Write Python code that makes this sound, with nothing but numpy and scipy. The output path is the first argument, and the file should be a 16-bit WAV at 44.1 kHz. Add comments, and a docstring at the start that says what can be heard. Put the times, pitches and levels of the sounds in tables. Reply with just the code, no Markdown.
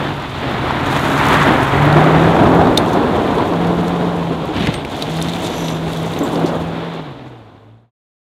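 """A high-revving four-cylinder drone and a rush of gravel close in, slide past and cross a quarry.
The exhaust booms at the firing rate; the tyres roar, scrub and crunch as they grind loose stones.
Flung grit sprays, stones knock and ping on the saloon's body, and the wheels thump over a tent
and rough ground. Near the end the throttle closes, the revs drop and the sound fades out."""
import sys
import numpy as np
from scipy import signal
from scipy.fft import rfft, irfft, next_fast_len
from scipy.io import wavfile

SR = 44100
rng = np.random.default_rng(int(sys.argv[2]) if len(sys.argv) > 2 else 0)


def inscribe(sig):
    """Save sig as 16-bit PCM at rate SR to the path in sys.argv[1].

    A 1-D sig is mono; a 2-D sig holds one channel per row.
    Samples are clipped to [-1, 1] before scaling.
    """
    pcm = np.round(np.clip(np.atleast_2d(sig).T, -1, 1) * 32767)
    wavfile.write(sys.argv[1], SR, pcm.astype(np.int16))


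N = 366294
TIME = np.arange(N) / SR
EDGE_HZ = 15800  # top of the band

# tone of the tyre roar and the exhaust puffs: freq_hz, relative_db
ROAR_SPECTRUM = [(60, -34.5), (130, -6), (200, -3.5), (275, 2.5), (400, -2), (500, -5.5), (730, -3.5),
                 (1100, -12.5), (1500, -17.5), (2500, -36), (6000, -63.5)]
# share of the gravel sound heard from behind the car: time_s, share (0-1)
REAR_SHARE = [(0, 0.11), (.3, 0.4), (.6, 0.16), (1.3, 0.01), (2.1, 0), (3, 0.29), (4.1, 0.48), (4.7, 0.88),
              (7.8, 0.42)]
# engine speed: time_s, firing_hz
FIRING_RATE = [(0, 150.3), (.33, 131.4), (.75, 133), (1.36, 151), (1.62, 129.6), (1.82, 145), (2.47, 173),
               (2.85, 167.3), (4.05, 174.3), (4.45, 162), (4.85, 146.5), (5.38, 173.4), (5.75, 162.3),
               (6.97, 167.4), (7.14, 128.8), (7.28, 126.8), (7.52, 102.1), (7.85, 117.2)]


def amp(db):
    """Decibels to gain."""
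    return 10 ** (np.asarray(db) / 20)


def unit(x):
    """Scales to rms 1."""
    return x / np.sqrt(np.mean(x ** 2) + 1e-20)


def curves(rows):
    """Each column after the first as a curve over time."""
    times, *columns = np.transpose(rows)
    return [np.interp(TIME, times, column) for column in columns]


def add(mix, start_s, sound):
    """Lays a sound into the mix."""
    part = mix[max(round(start_s * SR), 0):][:len(sound)]
    part += sound[:len(part)]


def blend(a, b, share):
    """Equal-power crossfade with the given share of b."""
    share = np.clip(share, 0, 1)
    return np.sqrt(1 - share) * a + np.sqrt(share) * b


def colour(x, spectrum, size=4096):
    """Minimum-phase EQ that keeps clicks sharp and falls 12 dB an octave beyond its ends; rms 1."""
    hz, db = np.transpose(spectrum)
    f = abs(np.fft.fftfreq(size, 1 / SR)) + 10
    skirts = np.minimum(f / hz[0], 1) ** 2 * np.minimum(hz[-1] / f, 1) ** 2
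    log_gain = np.log(skirts * amp(np.interp(np.log(f), np.log(hz), db)))
    response = np.fft.ifft(np.exp(np.conj(signal.hilbert(log_gain)))).real
    return unit(signal.oaconvolve(x, response[:size // 2])[:N])


def resonate(x, hz, width_hz):
    """A single resonant band."""
    return signal.lfilter(*signal.iirpeak(min(hz, EDGE_HZ), hz / min(width_hz, EDGE_HZ), fs=SR), x)


def burst(t, decay_s):
    """Noise that starts at once and dies away."""
    return rng.standard_normal(len(t)) * np.exp(-t / decay_s)


def wander(rate_hz):
    """Random drift up to about the given rate; rms 1."""
    size = next_fast_len(N)
    rolloff = 1 + (np.fft.rfftfreq(size, 1 / SR) / rate_hz) ** 4
    return unit(irfft(rfft(rng.standard_normal(N), size) / rolloff)[:N])


def impacts(per_s, spread_db):
    """Random tiny collisions, most of them weak and a few strong; rms 1."""
    sizes = amp(spread_db * np.minimum(rng.exponential(1, N), 4))
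    return unit(sizes * rng.choice([-1, 1], N) * (rng.random(N) < per_s / SR))


def swells(rows, attack_s, release_s, bite=0, bite_s=1):
    """Summed envelopes from rows of (start_s, end_s, heights...); bite adds an early overshoot."""
    total = 0
    for start, end, *heights in rows:
        shape = np.clip((TIME - start) / attack_s, 0, 1) * np.clip(1 - (TIME - end) / release_s, 0, 1)
        overshoot = 1 + bite * np.exp(-abs(TIME - start) / bite_s)
        total = total + np.outer(heights, shape * overshoot)
    return total


def quarry(x, t60_s=0.098, wet_db=-18):
    """Adds a faint scatter of echoes from the gravel heaps and the trees."""
    t = np.arange(SR // 2) / SR
    taps = rng.standard_normal(len(t)) * (rng.random(len(t)) < 2000 / SR) * amp(-60 * t / t60_s)
    return x + amp(wet_db) * signal.oaconvolve(x, taps / np.linalg.norm(taps))[:N]


def jingle():
    """Grit pelts a thin steel part and keeps it ringing."""
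    # modes of the steel: pitch_hz, width_hz, relative_db
    steel_modes = [(6005, 230, 5), (7160, 120, 0), (11400, 210, -2)]
    # streams of grit: start_s, end_s, level_db
    streams = [(5.44, 5.73, -40), (5.87, 6.08, -55)]
    ring = sum(amp(db) * unit(resonate(impacts(271, 1.3), hz, width)) for hz, width, db in steel_modes)
    gains = [(start, end, amp(db)) for start, end, db in streams]
    return swells(gains, attack_s=.14, release_s=0.084)[0] * unit(ring)


def rings(rows, rough, rough_hz, rise_s):
    """Damped resonances roughened by rattling contact."""
    out, t = np.zeros(N), np.arange(SR // 3) / SR
    for start, db, hz, t60 in rows:
        rattle = signal.lfilter(*signal.butter(2, rough_hz, fs=SR), rng.standard_normal((2, len(t))))
        phase = 2 * np.pi * hz * t
        ring = (1 + rough * unit(rattle[0])) * np.sin(phase) + rough * unit(rattle[1]) * np.cos(phase)
        ring *= amp(-60 * t / t60) * (1 - np.exp(-t / rise_s))
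        add(out, start, amp(db) * ring / abs(ring).max())
    return out


def pings():
    """Stones set steel parts ringing, high and thin."""
    # struck steel: start_s, peak_db, pitch_hz, t60_s
    strikes = [(2.776, -21, 9330, .07), (4.741, -29, 8530, 0.14), (5.203, -34, 10290, .08),
               (6.187, -31, 12000, 0.038), (6.232, -28, 7260, .14), (6.233, -33, 8000, .12),
               (6.234, -36, 14050, 0.11)]
    return rings(strikes, rough=1.0, rough_hz=171.4, rise_s=.0006)


def thumps(low_cut_hz=120):
    """Wheels and underbody hit bumps: dull knocks with no deep bass."""
    # bumps, ahead of the low cut: start_s, peak_db, pitch_hz, t60_s
    bumps = [(4.561, -11, 221, 0.054), (4.606, -5, 189.5, 0.047), (4.637, -9, 225, 0.047),
             (4.67, -7, 277, 0.087), (4.686, -3.5, 164, 0.039), (6.206, -5.5, 284.2, 0.1),
             (6.367, -16, 360, .09), (6.41, -11.5, 710, 0.035), (6.443, -3.5, 333, 0.032)]
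    knocks = rings(bumps, rough=0.35, rough_hz=217.0, rise_s=0.0025)
    return signal.lfilter(*signal.butter(2, low_cut_hz, "high", fs=SR), knocks)


def cracks(breadth=0.6):
    """Stones pop or collide and tent cloth snaps: broad, dry bursts with no ring."""
    # pops and snaps: start_s, peak_db, centre_hz, decay_s
    snaps = [(0.707, -4.5, 910, 0.0063), (1.855, -29, 12090, 0.0021), (2.365, -6.5, 900, .005),
             (2.671, -6, 850, .005), (2.7762, -8, 4860, .003), (4.564, -19, 2190, 0.0058),
             (4.606, -21, 2620, .016), (4.661, -15, 2000, .004), (4.671, -6.5, 2160, 0.0028),
             (4.741, -13, 2100, 0.0016), (5.224, -13, 6800, 0.0023), (5.683, -14.5, 3380, 0.005),
             (6.357, -17.5, 3400, 0.0028), (6.46, -24.5, 4150, 0.021)]
    out, t = np.zeros(N), np.arange(SR // 12) / SR
    for start, db, hz, decay in snaps:
        snap = resonate(burst(t, decay), hz, breadth * hz)
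        snap = resonate(snap, hz, 2 * breadth * hz)
        add(out, start, amp(db) * snap / abs(snap).max())
    return out


def stones(crack_gain=0.63, rebound_s=0.001904, rebound_gain=3.6):
    """Each stone cracks against the car, rings briefly and at once strikes again, louder."""
    # stones flung at the body: start_s, peak_db, pitch_hz
    strikes = [(0.962, -14, 3300), (1.9255, -13.5, 3900), (2.7739, 5.5, 3681), (3.382, -17, 3433),
               (4.7397, -13, 3280), (4.848, -13.5, 2370), (5.0222, -7, 3910), (5.1731, -20, 4200),
               (5.2145, -11.5, 3650), (5.2844, -15, 3820), (5.334, -13, 3670), (5.9686, -19, 3485),
               (6.062, -26, 5940), (6.135, -18, 3830), (6.1881, -20, 6300)]
    # modes of a struck stone: pitch_ratio, relative_db, t60_s
    modes = [(1, 7.5, 0.017), (1.13, 0, 0.018), (.86, -8, 0.0035), (1.6, -17.5, 0.013),
             (2.15, -23.5, 0.0073)]
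    out, t = np.zeros(N), np.arange(SR // 12) / SR
    for start, db, hz in strikes:
        ring = sum(amp(mode_db - 60 * t / t60) * np.sin(2 * np.pi * ratio * hz * t)
                   for ratio, mode_db, t60 in modes if ratio * hz < EDGE_HZ)
        hit = np.zeros(len(t))
        for delay, gain in [(0, 1), (rebound_s, rebound_gain)]:
            crack = resonate(burst(t, decay_s=0.0036), 1.95 * hz, width_hz=4000)
            add(hit, delay * rng.uniform(.8, 1.21), gain * (ring + crack_gain * crack))
        add(out, start, amp(db) * hit / abs(hit).max())
    return out


def motion(reference_m=5, cruise_hz=165, wheel_db_per_octave=11, pass_s=2.25, swing_s=.11):
    """The drive-by: dB from nearness, dB from wheel speed, and how far the nose faces us (0-1)."""
    # the car's path from the listener: time_s, distance_m
    path = [(0, 24.3), (.25, 17.4), (.5, 9.4), (1.2, 6.54), (2.3, 4.76), (3.3, 7.6), (4.4, 13.85),
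            (5.3, 17.6), (7.8, 13.9)]
    near_db = 20 * np.log10(reference_m / curves(path)[0])
    # the wheels turn with the engine
    wheel_db = wheel_db_per_octave * np.log2(curves(FIRING_RATE)[0] / cruise_hz)
    facing = .5 - .5 * np.tanh((TIME - pass_s) / (2 * swing_s))
    return near_db, wheel_db, facing


def showers(attack_s=0.082):
    """Spray and crunch boosts in dB: flung gravel starts quickly and thins as the stones come down."""
    # showers off the wheels: start_s, end_s, fall_s, spray_boost_db, crunch_boost_db
    flings = [(-.15, .03, .15, 2.5, 7.5), (.85, 1.32, 0.57, 7, 1.5), (1.15, 1.49, 0.21, 0, 3),
              (4.512, 4.67, .17, 9.5, 11), (4.855, 5.62, 0.34, 11, 5), (5.82, 6.3, 0.29, 8.5, 3),
              (6.68, 6.98, 1, -2, 5)]
    return sum(swells([(start, end, *boosts)], attack_s, fall) for start, end, fall, *boosts in flings)


def pebble_share(rolling=.24, per_db=.04):
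    """The harder a shower, the more of it is pebbles and the less is sand."""
    return np.clip(rolling + per_db * showers()[0], 0, 1)


def spray(gain_db, trim_db=-42, clump_db=4.0, brightness=0.65, tick_share=0.41):
    """Sand hisses off the wheels; pebbles land in handfuls, each size with its own brief chatter."""
    # tone of flying grit: freq_hz, relative_db
    grit_spectrum = [(1500, -19), (3500, 11), (5000, -2), (7000, -0.5), (8800, -6), (12000, -9.5),
                     (15500, -17)]
    t = np.arange(SR // 50) / SR
    pebbles, ticks = np.zeros((2, N))
    for hz in np.geomspace(3200, 14000, 20):
        chatter = resonate(burst(t, decay_s=0.005), hz, width_hz=2000)
        pebbles += unit(signal.oaconvolve(impacts(26, 2.5), chatter)[:N])
    for _ in range(5):
        tick = burst(t, decay_s=0.00076)
        ticks += unit(signal.oaconvolve(impacts(12, 4), tick)[:N])
    handfuls = unit(blend(unit(pebbles), unit(ticks), tick_share) * amp(clump_db * wander(17)))
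    sand = impacts(14000, 3.5)
    pebbly, rear = pebble_share(), curves(REAR_SHARE)[0]
    grit = colour(blend(sand, handfuls, pebbly), grit_spectrum)
    # pebbles that land close by keep more of their treble
    treble = unit(np.diff(grit, prepend=0))
    return amp(gain_db + trim_db) * blend(grit, treble, brightness * pebbly * (1 - rear) ** 2)


def scrub(gain_db, trim_db=-22.5, surge_db=3, surge_hz=35):
    """The tread grips and lets go in irregular surges as it is dragged sideways."""
    # tone of the dragged tread: freq_hz, relative_db
    tread_spectrum = [(200, -31.5), (370, -5.5), (460, 7.5), (540, -4.5), (700, -13), (1050, 0),
                      (1700, -39.5)]
    surges = unit(amp(surge_db * wander(surge_hz)))
    return amp(gain_db + trim_db) * surges * colour(impacts(1200, 2.3), tread_spectrum)


def tyres(pound_gain_db, roar_gain_db, crunch_gain_db):
    """Stones are rolled over and ground together; ruts make the load, and so the noise, uneven."""
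    # low pounding of the ground: freq_hz, relative_db
    pound_spectrum = [(30, -23.5), (60, -4.5), (110, 2), (160, -1.5), (260, -11), (600, -53)]
    # crunch close by: freq_hz, relative_db
    near_spectrum = [(150, -17), (450, -9.5), (950, 6.5), (1400, 3), (2000, -1.5), (2900, -9.5),
                     (3600, -10.5), (4200, -19), (5000, -28), (9000, -47.5)]
    # crunch from behind the car: freq_hz, relative_db
    rear_spectrum = [(150, -21.5), (460, -6), (730, 2), (1000, -5.5), (1500, -4), (2200, -2.5), (2900, -3),
                     (3550, -1), (4200, -8.5), (5000, -19), (9000, -41)]
    load_db = wander(20)
    pound = amp(pound_gain_db - 27 + load_db) * colour(rng.standard_normal(N), pound_spectrum)
    roar = amp(roar_gain_db - 13.5 + load_db) * colour(impacts(3500, 2.55), ROAR_SPECTRUM)
    grinding = amp(blend(load_db, wander(90), 0.34))
    # behind the car the thrown stones clatter down one by one
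    clatter = blend(impacts(12000, 2.8), impacts(900, 2.3), pebble_share())
    near_crunch = colour(impacts(9000, 2.36), near_spectrum)
    crunch = blend(near_crunch, colour(clatter, rear_spectrum), curves(REAR_SHARE)[0])
    return pound + roar + amp(crunch_gain_db - 25) * grinding * crunch


def gravel(near_db, wheel_db, facing):
    """All ground noise follows wheel speed and nearness, and swells in skids and showers."""
    # the tyres dig in sideways: start_s, end_s, roar_boost_db, scrub_boost_db, pound_boost_db
    skids = [(-.15, .02, 9, -1, 2.5), (1.4, 1.52, 4.5, 1, 1), (1.86, 2.02, 4, 6, -3),
             (2.33, 2.6, 4.5, 2, 7), (2.85, 4.1, 1, 3, 1), (4.52, 4.66, -0.5, -2, 11),
             (6.17, 6.47, 4.5, 5.5, -2.5), (6.76, 6.87, -0.5, 1, -10)]
    skid_roar, skid_scrub, skid_pound = swells(skids, attack_s=0.1, release_s=0.18)
    shower_spray, shower_crunch = showers()
    # front tyres crunch, rear ones scrub; pounding and spray spread wide, so fade less with distance
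    rolling = tyres(pound_gain_db=0.55 * near_db + 6.5 * facing + skid_pound,
                    roar_gain_db=near_db + skid_roar,
                    crunch_gain_db=near_db + 10.5 * facing + shower_crunch)
    dragging = scrub(gain_db=near_db - 22 * facing + skid_scrub)
    grit = spray(gain_db=0.47 * near_db + 3.5 * facing + shower_spray)
    return amp(wheel_db) * (rolling + dragging + grit)


def engine(near_db, trim_db=-26, jitter=0.0038, flutter_db=0.7, rasp_db=-15):
    """The exhaust drones at the firing rate, a little unevenly; each firing lets out a puff of gas."""
    # exhaust partials, the fractions from unequal cylinders: firing_multiple, relative_db
    orders = [(.5, -16.5), (1, 2.44), (1.5, -21), (2, -10), (3, -24), (4, -21)]
    # the exhaust booms under load, hardest at first: start_s, end_s, boost_db
    booms = [(-.15, .08, 8), (.33, .55, 0), (.81, .88, 3.5), (1.15, 1.4, 3), (1.71, 2.23, 9.5),
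             (2.42, 2.6, 5.5), (3.5, 4.3, 9.5), (5.04, 5.28, 10.5), (5.54, 6.05, 10), (6.27, 7.0, 9),
             (7.16, 7.29, 5.5), (7.62, 7.9, 10.5)]
    boom_db = swells(booms, attack_s=0.083, release_s=0.24, bite=.3, bite_s=.25)[0]
    firing_hz = curves(FIRING_RATE)[0] * (1 + jitter * wander(25))
    phase = 2 * np.pi * np.cumsum(firing_hz) / SR
    drone = sum(amp(db + flutter_db * wander(16)) * np.cos(order * phase + 2 * np.pi * rng.random())
                for order, db in orders)
    puffs = colour((1 + np.cos(phase)) ** 2 * rng.standard_normal(N), ROAR_SPECTRUM)
    return amp(trim_db + near_db + boom_db) * (np.sqrt(2) * drone + amp(rasp_db) * puffs)


def scene():
    """Engine, gravel and hits in the open air, in mono; only the hits get the quarry's echoes."""
    near_db, wheel_db, facing = motion()
    hits = quarry(pings() + thumps() + stones() + cracks())
    return (engine(near_db) + gravel(near_db, wheel_db, facing) + jingle() + hits)[None]


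def record(dry, ease_s=6.617, ease_db_per_s=16.0, fade_s=7.62, silent_s=7.91):
    """The level eases down, then fades to silence; the loudest peaks clip and the very top is cut."""
    ease = amp(-ease_db_per_s * np.maximum(TIME - ease_s, 0))
    fade = np.interp(TIME, [fade_s, silent_s], [1, 0])
    clipped = np.clip(dry * ease * fade, -1, 1)
    high_cut = signal.firwin(511, EDGE_HZ, window=("kaiser", 9), fs=SR)
    return signal.oaconvolve(clipped, high_cut[None], "same")


dry = scene()
out = record(dry)
inscribe(out)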